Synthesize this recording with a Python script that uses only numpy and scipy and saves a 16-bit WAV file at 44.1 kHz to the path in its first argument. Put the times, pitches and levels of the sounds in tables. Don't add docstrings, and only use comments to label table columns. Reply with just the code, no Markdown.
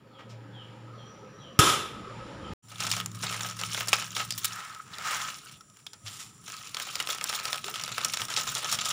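import sys
import numpy as np
from scipy import signal
from scipy.fft import rfft, irfft, next_fast_len
from scipy.io import wavfile
from scipy.ndimage import map_coordinates

SR = 44100
rng = np.random.default_rng(int(sys.argv[2]) if len(sys.argv) > 2 else 0)


def generate_wav(sig):
    pcm = np.round(np.clip(np.atleast_2d(sig).T, -1, 1) * 32767).astype(np.int16)
    wavfile.write(sys.argv[1], SR, pcm)


def volts_from_decibels(level):
    exponent = np.asarray(level, float) / 20
    return 10 ** exponent


N = 393372
T = np.arange(N) / SR
SIZE = next_fast_len(N + SR)
HZ = np.maximum(np.arange(SIZE // 2 + 1) * SR / SIZE, 1)

BANG_S, CUT_S = 1.5905, 2.535
BLOCK_S = 6.035

# [f/Hz, density/dB per Hz]
FILM_SPECTRUM = [(150, -25), (250, -26.5), (1080, 1.5), (1260, -2.5), (1820, -0.5), (3060, 0.5), (6140, -2),
                 (7190, -1), (13400, -16), (15300, -16), (16000, -42)]
# [f/Hz, width/Hz, boost/dB]
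PORT_RESONANCES = [(1280, 124, 11.5), (3300, 1290, 4), (5440, 730, 5), (7200, 580, 5.5), (15170, 710, 9.5)]


def rms_one(x):
    return x / np.sqrt(np.mean(x ** 2) + 1e-20)


def in_time(table):
    s, *columns = np.transpose(table)
    return [np.interp(T, s, column) for column in columns]


def by_stage(values):
    return np.asarray(values)[(T > BANG_S) * 1 + (T > CUT_S)]


def on_hz(points):
    hz, db = np.transpose(points)
    return np.interp(np.log(HZ), np.log(hz), db)


def hump(hz, width_hz, db):
    return db / (1 + (2 * (HZ - hz) / width_hz) ** 2)


def colour(x, db):
    fold = irfft(np.maximum(db, -100) * np.log(10) / 20, SIZE)
    fold[1:SIZE // 2] *= 2
    fold[SIZE // 2 + 1:] = 0
    return irfft(rfft(x, SIZE) * np.exp(rfft(fold)), SIZE)[..., :N]


def band(x, low_hz, high_hz):
    return signal.sosfilt(signal.butter(2, [low_hz, high_hz], "band", fs=SR, output="sos"), x)


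def white():
    return rng.standard_normal(N)


def noise(spectrum):
    phases = np.exp(2j * np.pi * rng.random(len(HZ)))
    return rms_one(irfft(volts_from_decibels(on_hz(spectrum)) * phases, SIZE)[:N])


def drift(rate):
    knots = rng.standard_normal(2000)
    coarse = map_coordinates(knots, [T[::32] * min(rate, 100) * 2 + 5], order=3)
    return np.interp(T, T[::32], coarse)


def mottled(x, patchy_db, rate):
    edges = 180 * 2 ** np.arange(0, 7, .5)
    return rms_one(sum(volts_from_decibels(patchy_db * drift(rate)) * band(x, low, high)
                       for low, high in zip(edges, edges[1:])))


def grains(per_s, spread_db):
    sizes = volts_from_decibels(spread_db * np.minimum(rng.exponential(1, N), 4.2)) * rng.choice([-1, 1], N)
    return sizes * (rng.random(N) < per_s / SR)


def click(s, db):
    out = np.zeros(N)
    out[int(s * SR)] = volts_from_decibels(db)
    return out


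def dying(clicks, t60):
    return signal.lfilter([1], [1, -volts_from_decibels(-60 / (t60 * SR))], clicks + 1e-18)


def swells(rows, rise_db_per_s):
    t, power = T[::32], 1e-11
    for s, db, hold, fall in rows:
        before, after = np.maximum(s - t, 0), np.maximum(t - s - hold, 0)
        power = power + volts_from_decibels(2 * (db - rise_db_per_s * before - fall * after))
    return np.interp(T, t, 10 * np.log10(power))


def reverb(x, t60):
    t = np.arange(SR) / SR
    tail = rng.standard_normal(SR) * volts_from_decibels(-60 * t / t60) * np.clip(t / 0.011, 0, 1)
    tail = signal.lfilter([1], [1, -.4], tail)
    return signal.fftconvolve(x, tail / np.sqrt(np.sum(tail ** 2)))[:N]


def background():
    # [t/s, level/dB]
    draught = [(0.0, -61), (0.44, -54.5), (1.57, -54), (2.0, -49.5), (2.366, -52), (2.53, -37), (2.63, -62),
               (2.94, -44.5), (3.49, -51), (4.31, -52), (4.6, -59.5), (5.2, -53.5), (5.85, -63.5),
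               (6.06, -58.5), (6.73, -57), (7.08, -57), (8.92, -48.5)]
    stages = [
        (-55.5, -64, 0.96),
        (-49.5, -55, 0.22),
        (-65.5, -70, 0.76),
    ]
    # [f/Hz, density/dB per Hz]
    rumble_spectrum = [(15, -45), (35, -12.5), (81, -11.5), (113, -1), (146, -2.5), (344, -19.5),
                       (400, -38), (520, -45), (880, -120)]
    # [f/Hz, density/dB per Hz]
    air_spectrum = [(120, -21), (200, -3), (413, -2.5), (524, -11.5), (1030, -8.5), (1250, -11),
                    (3000, -24.5), (3900, -54), (6600, -120)]
    # [f/Hz, density/dB per Hz]
    hiss_spectrum = [(880, -13), (1500, -1), (4920, -11), (5770, -16), (6370, -19.5), (7170, -13),
                     (8240, -28), (9470, -17), (16000, -68.5)]
    rumble_db, = in_time(draught)
    air_db, hiss_db, follows = by_stage(stages).T
    swing_db = follows * (rumble_db + 55)
    rumble = volts_from_decibels(rumble_db + 2.3 * drift(13)) * noise(rumble_spectrum)
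    air = colour(white(), on_hz(air_spectrum) + hump(520, 60, 3))
    air = volts_from_decibels(air_db + swing_db + 3) * mottled(air, patchy_db=1.8, rate=9)
    hiss = volts_from_decibels(hiss_db + swing_db + 1.0 * drift(3.47)) * noise(hiss_spectrum)
    return rumble + air + hiss


def burner():
    db = -61 + 4 * T + 1.3 * drift(14.0)
    fade_in = np.clip(T / 0.061, 0, 1)
    return (T < CUT_S) * fade_in * volts_from_decibels(db) * rms_one(band(white(), 493, 552))


def engine():
    # [t/s, main order f/Hz, level/dB]
    course = [(0.0, 117.0, -65), (0.328, 115.7, -43.5), (0.95, 117, -45.5), (1.2, 118.3, -58),
              (1.55, 115.1, -66), (1.9, 116.5, -60), (2.082, 116.4, -44.5), (2.53, 116.5, -52.5),
              (2.63, 111.4, -58), (2.89, 110.5, -39.5), (4.25, 113.6, -48.5), (4.53, 111.3, -51),
              (4.8, 124.1, -94), (5.4, 110, -110)]
    upper_db = (-31, -12, -5.5)
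    hz, main_db = in_time(course)
    phase = 2 * np.pi * np.cumsum(hz * (1 + .006 * drift(4))) / SR
    main = volts_from_decibels(1.5 * drift(6)) * np.sin(phase)
    upper = volts_from_decibels(by_stage(upper_db) + 2.0 * drift(6)) * np.sin(1.6 * phase)
    return volts_from_decibels(main_db + 0.5) * (main + upper)


def birds():
    # [t/s, length/s, start f/Hz, end f/Hz, level/dB]
    chirps = [(0.033, 0.17, 4670, 3950, -70), (1.38, 0.041, 4000, 3830, -55.5),
              (2.414, 0.093, 3300, 2880, -50.5), (0.127, 0.077, 3520, 2930, -55.5),
              (0.522, 0.13, 3480, 2735, -48), (0.902, 0.17, 4580, 4000, -62.5),
              (0.976, 0.061, 3400, 3080, -51.5), (1.395, 0.11, 3430, 2820, -50.5)]
    out = np.zeros(N)
    hoarse = 1 + .55 * rms_one(band(white(), 40, 350))
    for s, length, start_hz, end_hz, db in chirps:
        u = np.clip((T[:3 * SR] - s) / length, 0, 1)
        phase = 2 * np.pi * np.cumsum(start_hz + (end_hz - start_hz) * u) / SR
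        out[:3 * SR] += volts_from_decibels(db) * np.sin(np.pi * u) * np.sin(phase)
    return 0.57 * out * hoarse + 0.45 * reverb(out * hoarse, t60=0.55)


def knob():
    # [t/s, peak level/dB, low f/Hz, high f/Hz]
    touches = [
        (0.186, -50, 405, 2310),
        (0.291, -55.5, 1910, 6060),
    ]
    out = 0
    for s, db, low_hz, high_hz in touches:
        u = np.maximum(T - s, 0) / 0.014
        out = out + volts_from_decibels(db) * u * np.exp(1 - u) * rms_one(band(white(), low_hz, high_hz))
    return out


def valve():
    opening = np.clip((T - 1) / 0.23 + .5, 0, 1) * (T < CUT_S)
    db = -67 - 9 * (T > BANG_S) + 2.0 * drift(6)
    return opening * volts_from_decibels(db) * rms_one(band(white(), 5680, 5900))


def ignition():
    # [f/Hz, density/dB per Hz]
    flare_spectrum = [(35, -83), (60, -15.5), (127, -0.5), (244, -15), (315, -4), (682, -12.5), (1280, -4),
                      (1780, -12.5), (3500, -6), (14900, -32.5), (16000, -48)]
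    # [f/Hz, width/Hz, level/dB]
    hollows = [(4470, 530, -3.5), (8200, 660, -3.5), (10300, 2300, 1.5), (13000, 1800, -15.5)]
    # [f/Hz, level/dB, t60/s]
    modes = [(316, -10, .6), (374, -12, .6), (418, -11, .6), (1114, -10, .5), (1266, -21, .4),
             (1399, -14, .5), (1638, -11, .5), (3144, -15, .5), (3528, -11, 0.7)]
    bang_db, thump_db = -14, -2.5
    flare_db, hold_s, sag_db_per_s, fall_db_per_s = -20.5, 0.11, 18.5, 112

    since = np.maximum(T - BANG_S, 0)
    db = flare_db - sag_db_per_s * since
    db -= (fall_db_per_s - sag_db_per_s) * np.maximum(since - hold_s, 0)
    db = np.maximum(db, -13.5 - 410.5 * since)
    roar = rms_one(colour(noise(flare_spectrum), sum(hump(*hollow) for hollow in hollows)))
    bass, treble = band(roar, 40, 4200), band(roar, 8900, 22000)
    lean_db = -7.5 + 0.22 * (db - flare_db)
    flare = (T > BANG_S) * volts_from_decibels(db + 0.51 * drift(36.55)) * (bass + volts_from_decibels(lean_db + 18.5) * treble)

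    hit = click(BANG_S, bang_db)
    crack = band(dying(hit, 0.084) * white(), 600, 12000)
    thump = volts_from_decibels(thump_db - bang_db) * dying(hit, 0.029) * np.sin(2 * np.pi * 125 * (T - BANG_S))
    out = flare + crack + thump
    for hz, mode_db, t60 in modes:
        out += volts_from_decibels(mode_db - 5) * dying(hit, t60) * np.sin(2 * np.pi * hz * T)
    return signal.sosfilt(signal.cheby2(12, 50, 15600, fs=SR, output="sos"), out)


def flame():
    growing = (T > BANG_S) * (T < CUT_S) * np.clip((T - BANG_S) / 0.7, 0, 1)
    return growing * volts_from_decibels(-49 + 2.0 * drift(8)) * rms_one(band(white(), 35, 75))


def simmer():
    # [f/Hz, density/dB per Hz]
    simmer_spectrum = [(2500, -25), (5300, -9), (5800, 4), (6300, -11), (7200, 6.5), (8200, -7), (10000, 2),
                       (13000, -40), (16000, -11)]
    return (T > CUT_S) * volts_from_decibels(-63 + 0.69 * drift(2.3)) * noise(simmer_spectrum)


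def rustle():
    # [t/s, level/dB, hold/s, fall/dB per s]
    squeezes = [(2.709, -43, 0.054, 102), (2.819, -30, 0.16, 380), (3.15, -44, 0.077, 100),
                (3.241, -31.5, 0.24, 149), (3.602, -32, .01, 58), (3.732, -28.5, 0.059, 205),
                (3.941, -28.5, 0.012, 65), (4.19, -26, 0.0059, 249), (4.3, -43.5, 0.12, 100),
                (4.44, -35, 0.04, 57), (5.06, -32.5, 0.23, 117), (5.45, -45.5, 0.092, 394),
                (5.77, -55.5, 0.028, 323), (6.06, -48, 0.04, 100), (6.33, -62, 0.104, 105),
                (6.5, -34.5, 0.011, 258), (6.54, -42, 0.29, 100), (6.8, -33.5, 0.22, 350),
                (7.104, -27.5, 0.0069, 182), (7.27, -26.5, 0.013, 63), (7.5, -33.5, 0.041, 165),
                (7.678, -29, 0.0031, 257), (7.8, -35, 0.14, 354), (7.987, -32, 0.24, 260),
                (8.306, -32.5, 0.049, 253), (8.41, -30, 0.12, 97), (8.6, -30.5, 0.13, 150),
                (8.75, -33.5, 0.12, 144), (8.87, -31.5, 0.11, 100)]
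    # [low f/Hz, high f/Hz]
    patches = [(250, 900), (900, 2000), (2000, 3200), (3200, 5000), (5000, 8000), (8000, 12000),
               (12000, 17000)]
    db = swells(squeezes, rise_db_per_s=302)
    treble_db = -9.5 - 0.19 * (np.maximum(db, -70) + 33)
    creases = rms_one(grains(1200 * volts_from_decibels(3.0 * drift(50)), spread_db=5.0))
    fizz = white()
    dealt = rng.random(N) * len(patches)
    out = 0
    for k, (low, high) in enumerate(patches):
        own = creases * volts_from_decibels(-7 * np.abs(dealt - k - .5))
        tail = dying(np.abs(own), 0.027) * 0.087 * fizz
        patch = band(own + tail + 0.06 * fizz, low, high)
        out = out + (volts_from_decibels(treble_db + 11.0) if low >= 8000 else 1) * patch
    return volts_from_decibels(db - 6.0) * rms_one(colour(out, on_hz(FILM_SPECTRUM)))


def snaps():
    # [t/s, peak level/dB, low part level/dB, ring f/Hz]
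    opening = [(2.7152, -38.5, 1.5, 4000), (2.803, -15.5, -15, 5070), (2.8663, -25.5, -0.5, 3800),
               (2.9135, -9.5, -29, 5260), (2.9359, -15, -63, 2500), (2.9654, -16.5, -11.5, 6000),
               (2.9998, -13.5, -25, 2950), (3.059, -15.5, -26.5, 7560), (3.234, -27, 2.5, 6000),
               (3.309, -27, -5, 2500), (3.5906, -33.5, 1.5, 3750), (3.6132, -18, -10.5, 5640),
               (3.6351, -11, -40, 2970), (3.7244, -18, -68, 2940), (3.775, -19, -8, 2090),
               (3.8066, -14.5, -11, 2700), (3.8825, -12.5, -15, 5450), (3.9298, 1.5, -26.5, 2470),
               (4.1658, -16, -11.5, 2820), (4.1987, -28, 3.5, 3140), (4.3054, -13.5, -38, 5440),
               (4.3773, -24, -36, 6500), (4.4445, -14, -40, 7020), (4.9835, -22, -12, 4840),
               (5.1088, -17, -15.5, 3940), (5.608, -35, -22, 5540), (5.8652, -22.5, -39, 3540),
               (5.9325, -27.5, -18.5, 5000), (6.0611, -32, -9, 4000), (6.079, -23, -34, 3140)]
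    # [t/s, peak level/dB, low part level/dB, ring f/Hz]
    crumpling = [(6.4804, -29, -11, 3080), (6.566, -25.5, -39, 6400), (6.745, -18.5, -19.5, 4550),
                 (6.7684, -15.5, -16, 3460), (6.799, -18.5, -14, 2960), (6.954, -11.5, -19, 4750),
                 (7.0003, -12, -18, 2830), (7.0724, -15, -24, 2780), (7.211, -16.5, -13.5, 2600),
                 (7.2406, -12, -19.5, 7600), (7.3274, -17, -11, 3350), (7.431, -29, -11, 2500),
                 (7.4535, -13.5, -19, 4550), (7.5288, -13, -13.5, 3400), (7.6417, -17, -37, 2960),
                 (7.757, -18.5, -16, 3300), (7.836, -16, -20, 4550), (7.98, -11, -17, 2290),
                 (8.047, -8, -19.5, 5740), (8.137, -18, -13, 3500), (8.171, -12, -31, 3900),
                 (8.1973, -19.5, -13, 2250), (8.2169, -14.5, -15, 3120), (8.2516, -19, -35, 6700),
                 (8.302, -22.5, -4.5, 6650), (8.3387, -16, -19, 3900), (8.372, -18.5, -4.5, 5030),
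                 (8.5572, -23.5, -2.5, 3600), (8.714, -21, -13, 6650), (8.8547, -16, -12, 4970)]
    # [t/s, peak level/dB, low part level/dB, ring f/Hz]
    ticks = [(2.7572, -30, -13, 3600), (3.1156, -31, -27, 6750), (4.3224, -21.5, -32, 5250),
             (4.5216, -26, -24, 3640), (4.7474, -29.5, -19, 2020), (4.951, -32, -25, 3900),
             (5.457, -44, -12, 4030), (5.494, -32, -20, 2960), (5.5397, -39, -21, 3000),
             (5.6989, -41, -21, 5840), (5.7697, -39, -25, 6860), (5.799, -49, -30, 5860),
             (6.4996, -23.5, -25, 2400), (6.6924, -31, -23, 7500), (7.1467, -19.5, -13, 7200),
             (7.2968, -19, -13, 4500), (7.399, -21, -10.5, 4100), (7.878, -22, -10.5, 3750),
             (7.917, -21, -18, 3400), (8.2833, -27, -11, 4080), (8.6275, -28.5, -3, 3120),
             (8.787, -13, -19, 3300), (8.911, -14, -31, 3060)]
    # [t/s, peak level/dB, low part level/dB, ring f/Hz]
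    small_creases = [(2.684, -39, -16, 5270), (2.8499, -20, -16, 3630), (3.1472, -33.5, -14, 6400),
                     (3.3928, -24, -11, 2930), (3.4063, -23, -7, 2950), (3.4455, -21.5, -6.5, 2050),
                     (3.6603, -27, -27, 5550), (3.746, -15.5, -20, 3470), (3.984, -21, -13, 2000),
                     (4.0008, -22, -20, 2510), (4.0235, -19, -14.5, 2500), (4.25, -36, -22, 6600),
                     (4.6558, -41, -12, 2030), (4.8289, -45, -20, 7390), (4.8774, -45, -12, 5860),
                     (5.1642, -18, -28, 2100), (5.2837, -27, -21, 2120), (6.379, -43, -16, 7000),
                     (6.439, -45, -20, 7100), (6.8686, -29, -7, 6650), (7.089, -24.5, -1, 5360),
                     (7.1152, -26, -19, 7300), (7.1834, -20, -21, 2880), (7.2743, -26, -29, 3550),
                     (7.4794, -23, -6, 3670), (7.5562, -20, -19, 3340), (7.5797, -22.5, -23, 2520),
                     (7.6804, -19, -9, 3600), (7.7406, -20, -20, 3060), (7.7967, -22, -10, 3100),
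                     (8.013, -20, -13, 3640), (8.4342, -21, -24, 6600), (8.4698, -26, -4, 5230),
                     (8.644, -21.5, -5, 3380), (8.8184, -17, -21, 2800)]
    # [t/s, peak level/dB, ring f/Hz]
    clustered = [(2.8236, -12, 2650), (2.877, -27, 4650), (2.928, -29, 5300), (2.9432, -26, 3650),
                 (3.011, -19, 2900), (3.2614, -18, 2020), (3.3253, -14, 2940), (3.3421, -13, 2070),
                 (3.359, -23, 2020), (3.3775, -25, 2980), (3.4207, -28, 6990), (3.432, -21, 2000),
                 (3.4625, -21, 3010), (3.487, -26, 5350), (3.498, -20, 5200), (7.0242, -19, 5580),
                 (7.0496, -28, 3670), (7.1031, -16.5, 7200), (7.124, -27, 7370), (8.3864, -16, 3100),
                 (8.3992, -16, 5430), (8.5787, -16, 7300), (8.7244, -8.5, 5660), (8.7445, -18, 5680),
                 (8.891, -16, 7270)]
    # [t/s, peak level/dB, ring f/Hz]
    followers = [(3.872, -16, 6940), (7.3356, -14.5, 2470), (7.4704, -22, 3140), (7.5426, -16, 3100),
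                 (7.8912, -21, 3670)]
    rows = list(opening) + list(crumpling) + list(ticks) + list(small_creases)
    rows += [(s, db - 4, -14, hz) for s, db, hz in list(clustered) + list(followers)]

    count, length = len(rows), 4000
    out, t = np.zeros(N + length), np.arange(length) / SR
    leads_s = .001 * volts_from_decibels(rng.uniform(-6, 5, count))
    sizes = volts_from_decibels(4.06 * np.minimum(rng.exponential(1, (count, length)), 4.0))
    fray = rng.standard_normal((count, length)) * sizes * 0.68
    t60s = .018 * volts_from_decibels(2.5 * rng.standard_normal(count))
    cracks = volts_from_decibels(9 + 2.5 * rng.standard_normal(count))
    broad, low = band(fray, 770, 9100), band(fray, 473, 2640)
    port_tone = 0.05 * np.sin(2 * np.pi * PORT_RESONANCES[0][0] * t)
    for k, (s, peak_db, low_db, hz) in enumerate(rows):
        lead, t60 = leads_s[k], t60s[k]
        ping = np.sin(2 * np.pi * hz * t) * volts_from_decibels(-60 * t / .014)
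        bright = 0.57 * band(fray[k], hz / 2.26, min(hz * 1.5, 17000)) + 0.49 * broad[k] + 1.12 * ping
        shape = np.clip(t / lead, .1, 1) ** 2 * volts_from_decibels(-60 * np.maximum(t - lead, 0) / t60)
        crack = band(np.arange(length) == int(lead * SR), hz / 2.4, min(hz * 2.1, 15500))
        crack = cracks[k] * volts_from_decibels(min(peak_db + 28, 0)) * crack
        thud = volts_from_decibels(low_db + 7.5) * (low[k] + port_tone) * volts_from_decibels(-60 * t / (t60 + 0.13))
        at = int(s * SR)
        out[at:at + length] += volts_from_decibels(peak_db - 8.5) * (bright * shape + crack + thud)
    return out[:N]


def tears():
    # [t/s, length/s, level/dB, centre f/Hz, width/octaves]
    runs = [(2.80, 0.033, -34.5, 2920, 2.1), (2.865, 0.012, -31, 4500, 1.9), (2.895, .01, -32, 6000, 1.5),
            (2.958, 0.011, -45, 5000, 2.5), (3.225, 0.028, -33.5, 4400, 1.7),
            (3.325, 0.025, -34.5, 3000, 2.6), (3.59, 0.0098, -35, 4000, 1.8), (3.80, 0.011, -35, 3500, 4.4),
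            (3.885, 0.0092, -27.5, 6500, 1.6), (3.934, 0.011, -23, 3130, 1.8),
            (4.162, 0.011, -30.5, 3500, 1.6), (4.195, 0.027, -33, 3000, 2.2),
            (4.306, 0.033, -34.5, 4730, 0.17), (4.377, 0.016, -30.5, 5970, 2.8),
            (4.444, 0.012, -21.5, 4830, 3), (4.55, 0.23, -44, 1450, 0.77), (4.79, 0.015, -41.5, 1370, 0.54),
            (4.934, 0.011, -39.5, 3800, 0.48), (5.45, 0.026, -50.5, 1400, 0.28),
            (5.535, .035, -53, 3200, 0.63), (5.605, 0.0078, -48, 1285, 0.1),
            (5.934, 0.0085, -49, 4960, 1.1), (5.867, 0.0029, -35.5, 3480, 0.2),
            (6.062, 0.028, -37.5, 3430, 1.6), (7.64, 0.097, -44.5, 403, 0.27),
            (7.745, 0.041, -35.5, 3220, 2.2), (8.135, 0.0076, -26.5, 4500, 2),
            (8.20, 0.037, -34.5, 2500, 3.7), (8.30, 0.03, -34, 3500, 2.3), (8.363, 0.039, -26.5, 3750, 1.7),
            (8.55, 0.045, -31, 5030, 1.7), (8.62, 0.045, -36, 3180, 0.71), (8.713, 0.041, -26, 5250, 1.7),
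            (8.788, 0.013, -30, 3180, 1.2), (8.848, 0.019, -28, 4800, 1.6),
            (8.905, 0.0071, -28.5, 3000, 2.5)]
    size = 12000
    out, t = np.zeros(N + size), np.arange(size) / SR
    sizes = volts_from_decibels(4.3 * np.minimum(rng.exponential(1, (len(runs), size)), 4.5))
    grain = rng.standard_normal((len(runs), size)) * sizes
    for k, (s, length, db, hz, octaves) in enumerate(runs):
        flicker = volts_from_decibels(2.0 * np.repeat(rng.standard_normal(100), 120))
        fall_db = 147 * np.minimum(t, .03) + 60 * np.maximum(t - length, 0) / 0.025
        shape = np.clip(t / 0.0012, 0, 1) * volts_from_decibels(3.0 - fall_db) * flicker
        half = 2 ** (octaves / 2)
        crackle = rms_one(band(grain[k], hz / half, min(hz * half, 17000)))
        at = int(s * SR)
        out[at:at + size] += volts_from_decibels(db - 6.0) * shape * crackle
    return out[:N]


def pour():
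    # [t/s, level/dB, hold/s, fall/dB per s]
    pours = [
        (4.56, -38.5, 0.03, 70),
        (5.07, -29.5, 0.059, 64),
        (6.08, -62, 0.03, 57),
    ]
    # [f/Hz, density/dB per Hz]
    crumb_spectrum = [(150, -55), (250, -33), (1000, -7), (1280, -5), (1760, -5), (3520, -16), (7440, -17),
                      (12800, -30), (16000, -32)]
    db = swells(pours, rise_db_per_s=112)
    db = db - 250 * np.clip(T - 5.32, 0, .15) * (T < pours[-1][0] - .3)
    patter = rms_one(grains(4000 * volts_from_decibels(4.5 * drift(25)), spread_db=2.5)) + 0.31 * white()
    return volts_from_decibels(db - 4.0) * rms_one(colour(patter, on_hz(crumb_spectrum)))


def block():
    u = np.maximum(T - BLOCK_S, 0)
    return volts_from_decibels(-38 - 60 * u / .22) * np.clip(u / 0.0093, 0, 1) * np.sin(2 * np.pi * 105 * u)


def slide():
    # [t/s, level/dB, hold/s, fall/dB per s]
    strokes = [
        (6.17, -45, 0.048, 154),
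    ]
    drag = rms_one(grains(5000 * volts_from_decibels(0.63 * drift(30)), spread_db=3.0)) + 0.52 * white()
    drag = rms_one(colour(drag, on_hz(FILM_SPECTRUM) + hump(10500, 8000, 8.5)))
    contact = np.clip((T - BLOCK_S) / 0.023, 0, 1) * (T < BLOCK_S + .6)
    return volts_from_decibels(swells(strokes, rise_db_per_s=70) + 1.6 * drift(40)) * drag * contact


def scene():
    far_width_db = (-24, -28.5, -28)
    far = background() + burner() + engine() + birds() + valve() + flame() + simmer()
    near = knob() + rustle() + pour() + block()
    close = snaps() + tears()
    room = volts_from_decibels(-11) * reverb(near + volts_from_decibels(-6.5) * close, t60=0.23)
    mid = near + close + room + ignition() + far + slide()
    wide = volts_from_decibels(by_stage(far_width_db)) * band(reverb(far, .05), 300, 5000)
    return np.array([mid + wide, mid - wide])


def top_cut(x):
    return signal.sosfilt(signal.butter(12, 16650, fs=SR, output="sos"), x)


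def record(dry):
    # [f/Hz, level/dB]
    side_part = [(100, -48), (600, -38.5), (2500, -40), (4000, -35.5), (5000, -28), (8000, -30.5),
                 (11000, -17.5), (14000, -12), (15500, -12)]
    bass_cut_db = -20 * np.log10(1 + (50 / HZ) ** 3)
    top_cut_db = -22 / (1 + np.exp(np.minimum((15900 - HZ) / 60, 50)))
    port_db = sum(hump(*peak) for peak in PORT_RESONANCES)
    mid_wide = np.array([dry[0] + dry[1], dry[0] - dry[1]]) / 2
    mid, wide = colour(mid_wide, bass_cut_db + top_cut_db + port_db)
    side = wide + colour(reverb(mid, 0.015), on_hz(side_part))
    self_noise = volts_from_decibels(-80) * rms_one(band(rng.standard_normal((2, N)), 9000, 15500))
    gate = (T < CUT_S) + np.clip((T - 2.624) / 0.017, 0, 1)
    mix = gate * (np.array([mid + side, mid - side]) + self_noise)
    return top_cut(0.83 * np.tanh(mix / 0.99))


dry = scene()
out = record(dry)
generate_wav(out)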